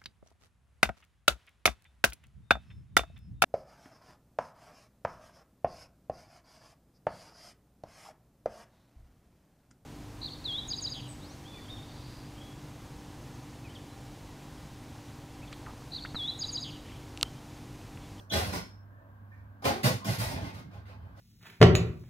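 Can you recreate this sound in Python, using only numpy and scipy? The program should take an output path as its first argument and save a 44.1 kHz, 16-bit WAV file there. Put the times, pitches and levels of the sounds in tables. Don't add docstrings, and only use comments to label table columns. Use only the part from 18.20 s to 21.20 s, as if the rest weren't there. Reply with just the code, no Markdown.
import sys
import numpy as np
from scipy import signal
from scipy.fft import rfft, irfft
from scipy.io import wavfile

SR = 44100
rng = np.random.default_rng(int(sys.argv[2]) if len(sys.argv) > 2 else 0)


def transcribe(signal):
    frames = np.atleast_2d(signal).T
    limited = np.clip(frames, -1, 1)
    pcm = np.round(limited * 32767).astype(np.int16)
    wavfile.write(sys.argv[1], SR, pcm)


N = 132300


def from_db(db):
    return 10 ** (np.asarray(db) / 20)


def rms_one(x):
    return x / np.sqrt(np.mean(x ** 2) + 1e-20)


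def at_hz(points, hz):
    table_hz, values = np.array(points).T
    return np.interp(np.log(hz + 1e-9), np.log(table_hz), values)


def colour(x, spectrum):
    gain = from_db(at_hz(spectrum, np.fft.rfftfreq(N, 1 / SR)))
    return irfft(rfft(x) * rms_one(gain), N)


def highpass(x, order, hz):
    return signal.sosfilt(signal.butter(order, hz, "high", fs=SR, output="sos"), x)


def drift(rate):
    r = np.exp(-2 * np.pi * rate / SR)
    noise = rng.standard_normal(N + SR)
    return rms_one(signal.lfilter([1], [1, -2 * r, r * r], noise)[SR:])


def ring(x, hz, t60):
    r = from_db(-60 / (max(t60, .003) * SR))
    w = 2 * np.pi * hz / SR
    return signal.lfilter([0, 2 * np.sin(w) * np.sqrt(1 - r)], [1, -2 * r * np.cos(w), r * r], x + 1e-18)


def stroke(start, length, fade_db, attack):
    t = np.arange(N) / SR - start
    rise = np.clip(t / attack, 0, 1)
    fall = np.clip((length - t) / attack + 1, 0, 1)
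    return rise * fall * from_db(-fade_db * np.clip(t / length, 0, 1))


# pitch [Hz], left-right likeness [0 to 1].
PORT_LIKENESS = [(50, .93), (130, .95), (300, .72), (700, .65), (1500, .3), (3000, .05), (14000, .02)]
# pitch [Hz], left over right [dB].
PORT_LEAN = [(60, -2), (180, -3), (350, 0), (1000, 0), (14000, -0.5)]
RIGHT_LAG = 12.55


def ports(mid, side):
    hz = np.fft.rfftfreq(len(mid), 1 / SR)
    alike = np.clip(at_hz(PORT_LIKENESS, hz), 0, 1)
    lean = from_db(at_hz(PORT_LEAN, hz) / 2)
    m = rfft(mid) * np.sqrt((1 + alike) / 2)
    s = rfft(side) * np.sqrt((1 - alike) / 2)
    late = np.exp(-2j * np.pi * hz * RIGHT_LAG / SR)
    return irfft([(m + s) * lean, (m - s) / lean * late], len(mid))


# pitch [Hz], width [Hz], level [dB].
WHINES = [(214.7, 17, -63.5), (278, 2.9, -69.5), (587, 17, -83), (1062, 87, -68), (1573, 54, -70)]
# pitch [Hz], level [dB per Hz].
AIR_COLOUR = [(18, -77), (30, -53), (106, 2), (157, -29.5), (426, -25.5), (569, -17.5), (1670, -26.5),
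              (1960, -37), (16000, -63.5)]
AIR_DB = -64.5
HUM_HZ, HUM_DB, HUM_WAVER_DB = 100, -53.5, 1.8
RUMBLE_HZ, RUMBLE_DB = 80, -60.5


def refrigerator_noise():
    whine = sum(from_db(db) * rms_one(ring(rng.standard_normal(N), hz, 1.0 / width))
                for hz, width, db in WHINES)
    air = highpass(colour(rng.standard_normal(N), AIR_COLOUR), 2, 130)
    air = air * from_db(0.5 * drift(2))
    rumble = from_db(RUMBLE_DB) * rms_one(ring(rng.standard_normal(N), RUMBLE_HZ, 0.0276))
    return whine + from_db(AIR_DB) * rms_one(air) + rumble


def refrigerator():
    level = from_db(HUM_DB + 4 + HUM_WAVER_DB * drift(3.4))
    hum = level * np.sin(2 * np.pi * HUM_HZ * np.arange(N) / SR)
    return ports(refrigerator_noise() + hum, refrigerator_noise())


ATTACK_S, LONGEST_RING_S = .003, .08
# start [s], length [s], pitch [Hz], level [dB], t60 [s].
SINGING = [(0.108, 0.13, 3368, -44, 0.015), (0.098, 0.04, 3300, -32, 0.0046),
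           (0.107, 0.033, 4000, -30.5, 0.011), (0.093, 0.018, 6060, -45, 0.026),
           (0.294, 0.021, 4120, -47.5, .06), (0.333, 0.088, 5320, -52, 0.045), (.4, .18, 5320, -61, .08),
           (.14, .14, 11400, -44, .006), (1.638, .04, 12000, -33, .003), (1.875, .1, 11300, -43, .006),
           (1.99, .05, 12800, -41, .003), (1.995, .055, 10200, -44, .007), (2.065, .07, 9400, -46, .008),
           (0.16, 0.034, 1060, -38.5, .05), (0.19, 0.029, 720, -36, .06), (1.55, 0.02, 394, -37.5, .12),
           (1.65, 0.066, 510, -35, .1), (1.87, 0.056, 528, -45, .05), (1.984, 0.036, 530, -38, 0.035),
           (2.801, 0.041, 3100, -73, .03), (1.8, 0.046, 1100, -42, .03), (1.113, 0.031, 1850, -53, 0.01),
           (1.114, 0.089, 2330, -67, .01), (1.47, 0.043, 823, -36.5, 0.065), (1.44, 0.037, 426, -37, 0.097),
           (1.53, 0.046, 750, -42.5, 0.12), (1.68, 0.021, 2880, -47.5, 0.13),
           (2.226, 0.17, 2120, -58.5, 0.042), (1.6, 0.1, 2000, -66, 0.012), (0.7, 0.13, 1763, -69, 0.07),
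           (0.78, 0.11, 597, -60, 0.052), (2.7, 0.04, 850, -52, .05)]
SKIRT_S, SKIRT_CYCLES = .012, 30
SING_FADE_DB = 7


def singing_wires():
    rub, out = rng.standard_normal(N), 0
    for start, length, hz, db, t60 in SINGING:
        rubbed = rub * stroke(start, length, SING_FADE_DB, ATTACK_S)
        tone = ring(rubbed, hz, min(t60, LONGEST_RING_S))
        out = out + from_db(db) * ring(tone, hz, min(SKIRT_S, SKIRT_CYCLES / hz)) / 8
    return out


GRIP_DB, GRIP_PER_S = 4.5, 1.1


def gripped_modes(push, modes, level_db):
    out = 0
    for hz, db, t60 in modes:
        grip = from_db(GRIP_DB * drift(GRIP_PER_S))
        out = out + from_db(level_db + db) * ring(push * grip, hz, min(t60, LONGEST_RING_S))
    return out


# start [s], length [s], chatter [dB],
# oven walls above the chatter [dB], treble above the chatter [dB].
CONTACTS = [(-.02, .02, -55, 2.5, 4.5), (0.095, 0.014, -55, 3, 5), (0.106, 0.016, -42, 0.5, 4),
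            (0.118, 0.078, -34, 0, 5.5), (0.192, 0.043, -40.5, -1.5, 2), (0.244, 0.071, -44.5, 1, 6),
            (0.322, 0.055, -39.5, 0.5, 5.5), (0.4, 0.061, -68, -22, 10), (1.08, 0.11, -80.5, -16, 7),
            (1.419, 0.041, -53, 9.5, 4.5), (1.438, 0.015, -37.5, 0, 0), (1.444, .05, -32.5, 2, 0.5),
            (1.503, 0.022, -44, -4, 2), (1.54, 0.071, -52.5, 3, 1), (1.63, 0.05, -28.5, -1, 6.5),
            (1.69, 0.066, -51, -3, 10.5), (1.842, 0.044, -41.5, 0.5, 9.5), (1.871, .03, -41, -3, -2),
            (1.891, 0.059, -38.5, -5, 4.5), (1.959, 0.045, -50, -1, 1), (1.983, 0.018, -41, -1.5, 12.5),
            (1.999, 0.05, -38, -3, 6.5), (2.057, 0.083, -42, 0, 5), (2.139, 0.04, -45, 0, -8),
            (2.201, 0.099, -47, -1, -3), (2.328, 0.0668, -53.5, 1, 1.5), (2.482, 0.086, -60.5, 3, -8),
            (2.651, 0.071, -58, 0.5, -9), (2.777, 0.16, -67, 6, -36.5), (2.936, 0.04, -61.5, 6, 0),
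            (2.966, .05, -60, 0, 4)]
# pitch [Hz], level [dB], t60 [s].
WIRE_MODES = [(2093, 12.5, 0.033), (2480, -39.5, 0.34), (2680, 4.5, 0.031), (2760, -0.5, .12),
              (3190, -51, 0.36), (3315, -2, 0.24), (3580, -1, .12), (4120, -14, 0.086), (4180, -12.5, 0.15),
              (4400, -12, 0.11), (4800, -3.5, 0.063)]
# pitch [Hz], level [dB], t60 [s].
WALL_MODES = [(416, -1, 0.17), (506, -10, .08), (539, -9, 0.069), (568, -1, 0.059), (675, -4, 0.13),
              (764, -5, .07), (820, 2.5, 0.04), (891, -1, 0.03), (918, -3.5, 0.11), (1116, -19, 0.08),
              (1252, -1.5, 0.057), (1587, -1, 0.12)]
# pitch [Hz], level [dB per Hz].
CHATTER_COLOUR = [(500, -30), (1000, -8.5), (2000, 2), (3500, -4), (5000, -4), (7500, -15.5), (11500, -15),
                  (16000, -19.5)]
# pitch [Hz], level [dB per Hz].
WALL_COLOUR = [(130, -17), (230, -6), (330, -9), (450, -9.5), (650, -4), (900, -5.5), (1300, -6.5),
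               (2500, -37.5)]
TICKS_PER_S, TICK_SPREAD_DB, JUDDER_DB, JUDDER_PER_S = 2500, 4, 1, 41
FADE_DB_PER_S, TREBLE_HZ = 46.5, 4820
SOFT_ATTACK_S, SOFT_BELOW_DB = 0.048, -60
CRACK_DB = 19
WALLS_LATE_S = .002
WIRES_DB, WALL_RING_DB = -23.5, -5


def rack():
    sizes = from_db(TICK_SPREAD_DB * np.minimum(rng.exponential(1, N), 5)) * rng.choice([-1, 1], N)
    happens = rng.random(N) < TICKS_PER_S / SR
    ticks = rms_one(sizes * happens * from_db(JUDDER_DB * drift(JUDDER_PER_S)))
    strokes = []
    for start, length, db, _, _ in CONTACTS:
        firm = db > SOFT_BELOW_DB
        attack = ATTACK_S if firm else SOFT_ATTACK_S
        row = ticks * from_db(db) * stroke(start, length, FADE_DB_PER_S * length, attack)
        row[max(int((start + ATTACK_S) * SR), 0)] += from_db(db + CRACK_DB) * firm
        strokes.append(row)
    strokes = np.array(strokes)
    chatter = strokes.sum(0)
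    on_walls = from_db(np.array(CONTACTS)[:, 3]) @ strokes
    on_walls = np.roll(on_walls, int(WALLS_LATE_S * SR))
    bright = from_db(np.array(CONTACTS)[:, 4]) @ strokes

    wires = gripped_modes(chatter, WIRE_MODES, WIRES_DB - 14.0)
    walls = gripped_modes(on_walls, WALL_MODES, WALL_RING_DB - 11.0)
    treble_cut = 1 + (TREBLE_HZ / (np.fft.rfftfreq(N, 1 / SR) + 1)) ** 4
    treble = irfft(rfft(bright - chatter) / treble_cut, N)
    scrape = colour(chatter + treble, CHATTER_COLOUR)
    return scrape + wires + walls + singing_wires() + from_db(1.5) * colour(on_walls, WALL_COLOUR)


# start [s], level [dB], pitch favoured [Hz], length [s].
THUDS = [(0.112, -34, 130, 0.062), (0.144, -36.5, 70.1, 0.096), (0.244, -38.5, 152.4, 0.057),
         (0.318, -37.5, 169, 0.053), (0.341, -38.5, 69.6, 0.088), (1.441, -33.5, 91.7, 0.056),
         (1.63, -29, 290, 0.035), (1.699, -37, 167, 0.046), (1.848, -36, 148, 0.086),
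         (1.901, -42.5, 204, 0.023), (1.987, -31.5, 90.6, 0.083), (2.07, -38, 79.3, 0.17),
         (2.127, -42, 178, 0.053), (2.207, -42.5, 222, 0.072), (2.322, -44, 128, 0.0775),
         (2.439, -47, 172, .05), (2.527, -44.5, 96.5, .08), (2.726, -46.5, 84.5, .2),
         (1.15, -50.5, 74.6, .18)]
# pitch [Hz], level [dB], t60 [s].
CABINET_MODES = [(59.4, -25, .3), (75.2, -2, 0.58), (98.3, -9.5, .25), (118.2, -5.5, 0.058),
                 (167, -5.5, 0.076), (189.4, -6.5, 0.082), (247, -8, .05), (290, -1, 0.06)]
THUD_OCTAVES = 0.8
THUD_FADE_DB = 6.5
LONGEST_BOOM_S = .2


def cabinet():
    out = 0
    for hz, mode_db, t60 in CABINET_MODES:
        force = 0
        for start, db, favoured_hz, length in THUDS:
            nearness = np.exp(-(np.log2(hz / favoured_hz) / THUD_OCTAVES) ** 2)
            force = force + from_db(db + mode_db) * nearness * stroke(start, length, THUD_FADE_DB, 0.0025)
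        out = out + ring(rng.standard_normal(N) * force, hz, min(t60, LONGEST_BOOM_S * 100 / hz))
    return highpass(out, 4, 44)


# start [s], peak [dB], pitch [Hz], length [s].
BOOMS = [(.132, -30.5, 115.7, .018), (0.151, -26, 84.2, 0.038), (0.213, -30.5, 88.3, 0.025),
         (.276, -29, 91.3, 0.015), (0.373, -38.5, 94, 0.018), (0.375, -38.5, 80, 0.0096),
         (1.455, -30.5, 117, 0.021), (1.494, -37.5, 117, 0.0094), (1.547, -37, 112, 0.013),
         (1.634, -20.5, 125, 0.041), (1.698, -26.5, 132, 0.018), (1.735, -30, 112.3, 0.028),
         (1.881, -26, 116.3, 0.034), (1.93, -32, 135, 0.015), (1.975, -32, 109.6, 0.046),
         (2.095, -35.5, 134, 0.02), (2.212, -31, 94.6, 0.024), (2.263, -33, 103, 0.012),
         (2.338, -43.5, 83.5, 0.026)]
SHARP_SHARE, SAG_S, HARD_DB = 1, 0.0054, -19
BOOM_RISE_S, BOOM_FALL_S = 0.0083, 0.0062


def side_panel():
    t, out = np.arange(N) / SR, 0
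    for start, db, hz, length in BOOMS:
        u = np.clip(t - start, 0, None)
        sharp = SHARP_SHARE * from_db(min(db - HARD_DB, 0))
        turns = hz * (u + sharp * SAG_S * (1 - np.exp(-u / SAG_S)))
        swell = np.clip(u / BOOM_RISE_S, 0, 1) * np.exp(-np.clip(u - length, 0, None) / BOOM_FALL_S)
        out = out + from_db(db) * swell * np.sin(2 * np.pi * turns)
    return out


# pitch [Hz], t60 [s].
KITCHEN_T60 = [(100, 0.5), (500, 0.27), (2000, 0.34), (6000, 0.3), (14000, 0.203)]
DIRECT_DB, BUILD_S = -13, 0.00033
PLACE_S = .07


def kitchen(x, count=5):
    t, tails = np.arange(SR // 2) / SR, 0
    edges = 40 * 2. ** np.arange(0, 9.6) * .99
    for low, high in zip(edges, edges[1:]):
        octave = signal.butter(2, [low, high], "band", fs=SR, output="sos")
        band = signal.sosfilt(octave, rng.standard_normal((count, 2, len(t))))
        fall = from_db(-60 * t / at_hz(KITCHEN_T60, np.sqrt(low * high))) * (1 - np.exp(-t / BUILD_S))
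        tails = tails + band * fall / np.sqrt(np.sum(fall ** 2))
    tails[:, 0, 0] += from_db(DIRECT_DB)

    place, heard = np.arange(N) / SR / PLACE_S, 0
    for k, tail in enumerate(tails):
        away = np.abs((place - k + count / 2) % count - count / 2)
        share = np.cos(np.pi / 2 * np.clip(away, 0, 1))
        heard = heard + signal.fftconvolve((x * share)[None], tail, axes=1)[:, :N]
    mid, side = heard
    return ports(mid, side)


def scene():
    boom = cabinet()
    in_room = kitchen(rack() + from_db(-3.0) * boom)
    low_end = ports(boom + side_panel(), np.roll(boom, 90))
    return in_room + low_end + refrigerator()


def band_limit(x):
    return signal.sosfilt(signal.butter(12, 16960, fs=SR, output="sos"), x)


# pitch [Hz], level [dB per Hz].
HISS_COLOUR = [(3000, -53), (7000, -4.5), (10000, -5), (13000, 8), (16000, 5.5)]
HISS_DB, CUTOFF_HZ = -80, 16000


def record(dry):
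    hiss = from_db(HISS_DB) * np.array([colour(rng.standard_normal(N), HISS_COLOUR) for _ in dry])
    x = highpass(dry + hiss, 4, 48)
    top_cut = signal.cheby2(18, 60, CUTOFF_HZ + 150, fs=SR, output="sos")
    return band_limit(signal.sosfilt(top_cut, x))


dry = scene()
out = record(dry)
transcribe(out)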